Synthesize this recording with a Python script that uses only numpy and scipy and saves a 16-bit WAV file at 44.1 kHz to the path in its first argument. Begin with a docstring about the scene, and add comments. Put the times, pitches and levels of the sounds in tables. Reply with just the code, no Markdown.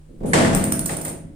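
"""A coin tips over on a stone counter, close to a stereo microphone: its rim clinks and scrapes
round in quickening turns, the metal rings, and it shudders to rest. Further off in the echoing
room, starting just ahead of the coin, something heavy, probably a door, pushes air, bumps, rasps
its latch and bangs shut; two lighter knocks follow. Each knock sets door and hall booming.
A low rumble and a faint hum lie under it all."""
import sys
import numpy as np
from scipy import signal
from scipy.fft import rfft, irfft
from scipy.io import wavfile
from scipy.ndimage import uniform_filter1d

SR = 44100
rng = np.random.default_rng(int(sys.argv[2]) if len(sys.argv) > 2 else 0)


def master(y):
    """Save y as 16-bit WAV."""
    cut = np.clip(np.atleast_2d(y).T, -1, 1)
    pcm = np.round(cut * 32767)  # scale
    wavfile.write(sys.argv[1], SR, pcm.astype(np.int16))


N = 59535
T, HZ = np.arange(N) / SR, np.fft.rfftfreq(N, 1 / SR)

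# the hall's sound at the microphone (frequency [Hz], left-right correlation [-1 to 1])
HALL_CORRELATION = [(40, .98), (150, 0.85), (330, 0.73), (700, 0.053), (1400, -0.19), (3000, 0.21),
                    (16000, -0.15)]
# its balance (frequency [Hz], left over right [dB])
HALL_PAN = [(40, -3), (160, 1), (300, -1), (600, 0.5), (2000, 2.4), (5000, -1), (9000, -0.5), (14000, 3)]
# its decay (frequency [Hz], time to fall 60 dB [s])
HALL_T60 = [(40, 4.1), (160, 2.32), (400, 1.39), (1000, 1), (2000, 1.08), (5000, 0.83), (9000, 0.83),
            (15000, 1.14)]
# its build-up (frequency [Hz], time constant [s])
HALL_RISE = [(40, .03), (170, 0.034), (400, 0.006), (900, 0.0026), (1800, 0.0011), (9000, 0.00037)]
# spectra of room tone and pushed air (frequency [Hz], relative level [dB])
ROOM_TONE_COLOUR = [(5, -37), (25, 14), (60, 7.5), (170, -19), (280, -6.5), (1000, -23), (3000, -30.5),
                    (6000, -35), (9000, -27.5), (12000, -42), (16000, -42)]
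DRAUGHT_COLOUR = [(8, -6.5), (30, 5.5), (60, -22), (90, -5.5), (150, -30), (500, -60)]
# swell of the air pushed by the door (time [s], level [dB])
DRAUGHT_SWELL = [(0, -46), (.12, -49), (.24, -29.5), (.33, -39), (.42, -51), (.55, -34), (.7, -51),
                 (1.35, -50)]
# far door knocks (time [s], gain [dB], bass below 200 Hz [dB], treble at 1.5 kHz [dB],
# crack gain [dB], decay time [factor])
DOOR_KNOCKS = [(0.084, -32, 1.5, -73, -30, 1), (.204, -17, 5, -26.5, -26, 0.43),
               (.232, -9, 1.5, -27, -25, 0.54), (.333, -2.5, -3, -1.5, 0.5, 0.98),
               (.378, -5, 2.5, -6, -18, 0.62), (0.446, -11, 3.5, -2, 0, 0.31), (.53, -17, -11, 0, -5, 0.77),
               (.892, -15, -8, -3.5, -3.5, 0.63), (1.053, -19, -6.5, -4, -4, 0.47)]
# spectra of a knock's reverberation, its crack and the latch as heard through the microphone
# (frequency [Hz], relative level [dB])
DOOR_COLOUR = [(8, -37), (28, -10), (58, -19.5), (90, -11), (170, 1.5), (250, 1), (400, -6), (650, -4.5),
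               (1200, -12.5), (1900, -12.5), (3000, -18.5), (6000, -23), (8600, -17.5), (11000, -32),
               (14500, -44.5), (16000, -95)]
CRACK_COLOUR = [(200, -16.5), (850, -7.5), (1400, 21), (2000, 40), (2600, -14), (4000, -16), (8600, 25.5),
                (12000, -31), (16000, -50.5)]
LATCH_COLOUR = [(500, 5), (1800, -8.5), (5500, -20), (8000, -6), (9800, -3), (11000, -14), (12300, -12),
                (14500, -29), (16000, -55)]
# modes of door and hall, a list each (pitch [Hz], relative level [dB], base time to fall 60 dB [s])
BOOM_HZ = [88, 160, 210, 250, 306, 370, 554, 661, 713, 820, 1814, 2053]
BOOM_DB = [-24.5, -17, -21.5, -19.5, -29, -31.5, -26, -22, -29, -23.5, -38.5, -48]
BOOM_T60 = [3.3, 2.37, 2.5, 2.46, 3.1, 1.62, 1.55, 1.41, 1.05, 0.79, 1.4, 1.9]
# close rim strikes (time [s], gain [dB], chatter length [s], chatter gain [dB],
# left over right [dB], ring gain [dB], stone knock gain [dB])
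RIM_STRIKES = [(0.5489, 2.5, .0014, 7, -2, -5, -7), (0.6397, 0.5, 0.0045, 9, -3.5, -8, -10),
               (0.7206, 1.5, 0.0062, 13, -8.5, -3, -6.5), (0.7923, -0.5, 0.0049, 18, -5.5, -10, -14),
               (0.858, -1, 0.0072, 12, -8, -1.5, -12), (0.9676, -6, .0062, 5, -6.5, -12, -13),
               (1.014, -10.5, 0.0067, 2, -9, -1, -25), (1.0495, -5.5, 0.0059, 6, -5.5, -2.5, -16),
               (1.081, -12.5, 0.0034, 33, -13, -14, -18), (1.1, -19, .003, 14, -1, -17, -25)]
# spectra of the rim's tick and the counter's knock as heard through the microphone,
# the tick bright near 9 kHz (frequency [Hz], relative level [dB])
TICK_AT_MIC = [(300, -32), (1300, -20), (3000, -21), (6000, -12.5), (7600, -4), (8900, 4.5), (9600, 4.5),
               (10600, -8.5), (12500, -39), (13400, -13), (14100, -4.5), (14600, -9), (15400, -13),
               (16000, -37), (16800, -44)]
STONE_AT_MIC = [(150, 13), (700, 5), (1400, 8.5), (2500, 3), (4500, -5), (7000, 3.5), (12000, -27)]
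# the coin's modes, a list each
# (pitch [Hz], relative level [dB], time to fall 60 dB [s], waver [share of pitch])
COIN_HZ = [8662, 8882, 9211, 9415, 9539, 13980, 14130]
COIN_DB = [-44, -43, -49, -43, -49, -31, -34]
COIN_T60 = [.25, .35, .25, .35, .3, .17, .16]
COIN_WAVER = [.001, .0005, .0008, .0005, .0006, .0015, .0025]
# scrape of the rolling rim (time [s], relative level [dB])
SCRAPE_SWELL = [(.54, -56), (.57, -43), (.68, -44), (.75, -38), (0.828, -62), (0.922, -30), (.99, -60),
                (1.091, -35.5), (1.13, -51), (1.192, -56)]
# reverberation round the counter (frequency [Hz], time to fall 60 dB [s])
COIN_ROOM_T60 = [(500, 0.31), (4000, 0.37), (9000, 0.35), (15000, 0.18)]
# added balance of the whole coin sound (frequency [Hz], left over right [dB])
COIN_PAN = [(6000, 3.5), (9000, 1), (11500, -1), (14000, 10)]


def amp(db):
    """Decibels to gain."""
    return 10 ** (np.asarray(db) / 20)


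def unit(x):
    """Scales to rms 1."""
    return x / np.sqrt(np.mean(x ** 2) + 1e-20)


def read(points, hz):
    """Reads a table on a log-frequency axis."""
    frequencies, values = np.transpose(points)
    return np.interp(np.log(hz + 1), np.log(frequencies + 1), values)


def pan(db):
    """Left and right gains for a level difference."""
    return amp(np.array([db, -db]).reshape(2, -1) / 2)


def add(mix, start_s, sound):
    """Mixes a sound in at the given time."""
    part = mix[:, round(start_s * SR):][:, :sound.shape[-1]]
    part += sound[..., :part.shape[1]]


def convolve(x, response):
    """Plays sound through a response, channel by channel."""
    return signal.fftconvolve(np.atleast_2d(x), np.atleast_2d(response), axes=1)[:, :N]


def click(colour):
    """Minimum-phase click of energy 1 with the given spectrum."""
    log_gain = np.log(amp(read(colour, abs(np.fft.fftfreq(2048, 1 / SR)))))
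    pulse = np.fft.ifft(np.exp(np.conj(signal.hilbert(log_gain)))).real
    return pulse / np.linalg.norm(pulse)


def diffuse(colour):
    """Noise reaching the microphone from all round, alike on both sides only in the bass."""
    left, unrelated = rfft(rng.standard_normal((2, N)))
    correlation = read(HALL_CORRELATION, HZ)
    right = correlation * left + np.sqrt(1 - correlation ** 2) * unrelated
    gains = amp(read(colour, HZ)) * pan(read(HALL_PAN, HZ))
    return unit(irfft(np.array([left, right]) * gains, N))


def die_away(noise, t60, rise, bands=16):
    """Reverberation: each band builds up and dies at its own speed."""
    centres, spectrum = np.geomspace(30, 16000, bands), rfft(noise)
    out = np.zeros_like(noise)
    for hz, weights in zip(centres, np.eye(bands)):
        band = irfft(spectrum * read(list(zip(centres, weights)), HZ), N)
        out += band * amp(-60 * T / read(t60, hz)) * (1 - np.exp(-T / read(rise, hz)))
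    return out


def wavering(hz, depth, drift_s):
    """Phase of a tone whose pitch strays by the share depth, changing over drift_s."""
    stray = unit(uniform_filter1d(rng.standard_normal(N), round(drift_s * SR)))
    return 2 * np.pi * (np.cumsum(hz * (1 + depth * stray)) / SR + rng.random())


def room_tone(hum_hz=154.3):
    """Low rumble all round the microphone and a faint hum in the centre."""
    return amp(-47.5) * diffuse(ROOM_TONE_COLOUR) + amp(-47) * np.sin(2 * np.pi * hum_hz * T)


def draught():
    """A low rumble of air swells as the door swings and shuts."""
    return diffuse(DRAUGHT_COLOUR) * amp(np.interp(T, *np.transpose(DRAUGHT_SWELL)))


def boom(decay_factor, rise_s=0.035):
    """Resonances of door and hall build up after a knock and ring on as dying sines."""
    modes = sum(amp(db - 60 * T / (t60 * decay_factor)) * np.sin(2 * np.pi * (hz * T + rng.random()))
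                for hz, db, t60 in zip(BOOM_HZ, BOOM_DB, BOOM_T60))
    return modes * (1 - np.exp(-T / rise_s))


def door(crack_rise_s=0.00064, crack_decay_s=0.0069):
    """Knocks from across the hall: a short crack, then the room fills, the bass last, and booms on."""
    out = np.zeros((2, N))
    crack_envelope = np.exp(-T / crack_decay_s) * (1 - np.exp(-T / crack_rise_s))
    for start_s, db, bass_db, treble_db, crack_db, decay_factor in DOOR_KNOCKS:
        decay = [(hz, t60 * decay_factor) for hz, t60 in HALL_T60]
        wash = amp(-8.5) * die_away(diffuse(DOOR_COLOUR), decay, HALL_RISE)
        crack = amp(crack_db - 6) * diffuse(CRACK_COLOUR) * crack_envelope
        knock = wash + crack + boom(decay_factor)
        tone = [(200, bass_db), (330, 0), (500, 0.037), (1500, treble_db), (6000, 1.19 * treble_db)]
        add(out, start_s, amp(db) * irfft(rfft(knock) * amp(read(tone, HZ)), N))
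    return out


def latch(rasp_start_s=.256, squeak_start_s=.277, shut_s=.335, fade_s=0.0027):
    """The far latch rasps over its plate with a thin squeak until the door shuts."""
    def held(start_s):
        return np.clip((T - start_s) / fade_s, 0, 1) * np.exp(-np.maximum(T - shut_s, 0) / fade_s)
    phase = wavering(hz=9775, depth=.001, drift_s=.005)
    squeak = amp(-38.5) * pan(-2) * np.sin([phase, phase - 1.8])  # the right side lags
    rasp = amp(-37.5) * diffuse(LATCH_COLOUR)
    return rasp * held(rasp_start_s) + squeak * held(squeak_start_s)


def rim_scrape(grains_per_s=1200):
    """The rolling rim ticks over the grain of the stone, close to the microphone."""
    grains = rng.choice([-1, 1], N) * (rng.random(N) < grains_per_s / SR)
    strengths = amp(-3 * np.minimum(rng.exponential(1, N), 3))
    times, levels_db = np.transpose(SCRAPE_SWELL)
    swell = amp(np.interp(T, times, levels_db)) * (T > times[0]) * (T < times[-1])
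    return pan(-2.5) * convolve(unit(grains * strengths) * swell, click(TICK_AT_MIC))


def rim_chatter(length_s, db, touches_per_s=7000, skew=0.77):
    """One impact of rim on stone, then a brief flurry of touches."""
    touches = rng.standard_normal(N) * (rng.random(N) < touches_per_s / SR)
    touches *= (T < length_s) * np.sin(np.pi * np.minimum(T / length_s, 1) ** skew)
    touches *= amp(db) / (np.linalg.norm(touches) + 1e-9)
    touches[0] = 1
    return touches


def coin_ring():
    """The coin's modes waver as the point of contact runs round the rim, the highest most."""
    return sum(amp(db - 60 * T / t60) * np.sin(wavering(hz, depth, drift_s=.006))
               for hz, db, t60, depth in zip(COIN_HZ, COIN_DB, COIN_T60, COIN_WAVER))


def rim_clinks(gain_db=4.5):
    """Each strike of the rim ticks, rings the coin and knocks on the counter."""
    rim_click, stone_click = click(TICK_AT_MIC), click(STONE_AT_MIC)
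    out = np.zeros((2, N))
    for start_s, db, chatter_s, chatter_db, pan_db, ring_db, stone_db in RIM_STRIKES:
        touches = rim_chatter(chatter_s, chatter_db)
        tick, knock = convolve(touches, rim_click), convolve(touches, stone_click)
        ring = np.array([coin_ring() for channel in range(2)])
        metal = pan(pan_db) * (tick / np.linalg.norm(tick) + amp(ring_db) * ring)
        stone = amp(stone_db) * knock / np.linalg.norm(knock)
        add(out, start_s, amp(gain_db + db) * (metal + stone))
    return out


def coin(left_lag_s=0.000242, room_rise_s=0.0044, room_db=-2.5):
    """The close coin reaches the right side of the microphone first; a short reverberation follows."""
    direct = rim_clinks() + rim_scrape()
    direct[0] = irfft(rfft(direct[0]) * np.exp(-2j * np.pi * HZ * left_lag_s), N)
    room = die_away(rng.standard_normal((2, N)), COIN_ROOM_T60, [(1000, room_rise_s)])
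    reverberation = amp(room_db) * convolve(direct, room / np.linalg.norm(room[0]))
    return irfft(rfft(direct + reverberation) * pan(read(COIN_PAN, HZ)), N)


def scene():
    """The coin up close, the door far behind it, the room all round."""
    return coin() + door() + latch() + draught() + room_tone()


def record(dry, knee=.6, ceiling=.92, cutoff_hz=16900):
    """The loudest peaks are softly rounded off, then the highest treble is cut."""
    below, headroom = np.clip(dry, -knee, knee), ceiling - knee
    rounded = below + headroom * np.tanh((dry - below) / headroom)
    lowpass = signal.firwin(511, cutoff_hz, window=("kaiser", 9), fs=SR)
    return signal.oaconvolve(rounded, lowpass[None], "same")


dry = scene()
out = record(dry)
master(out)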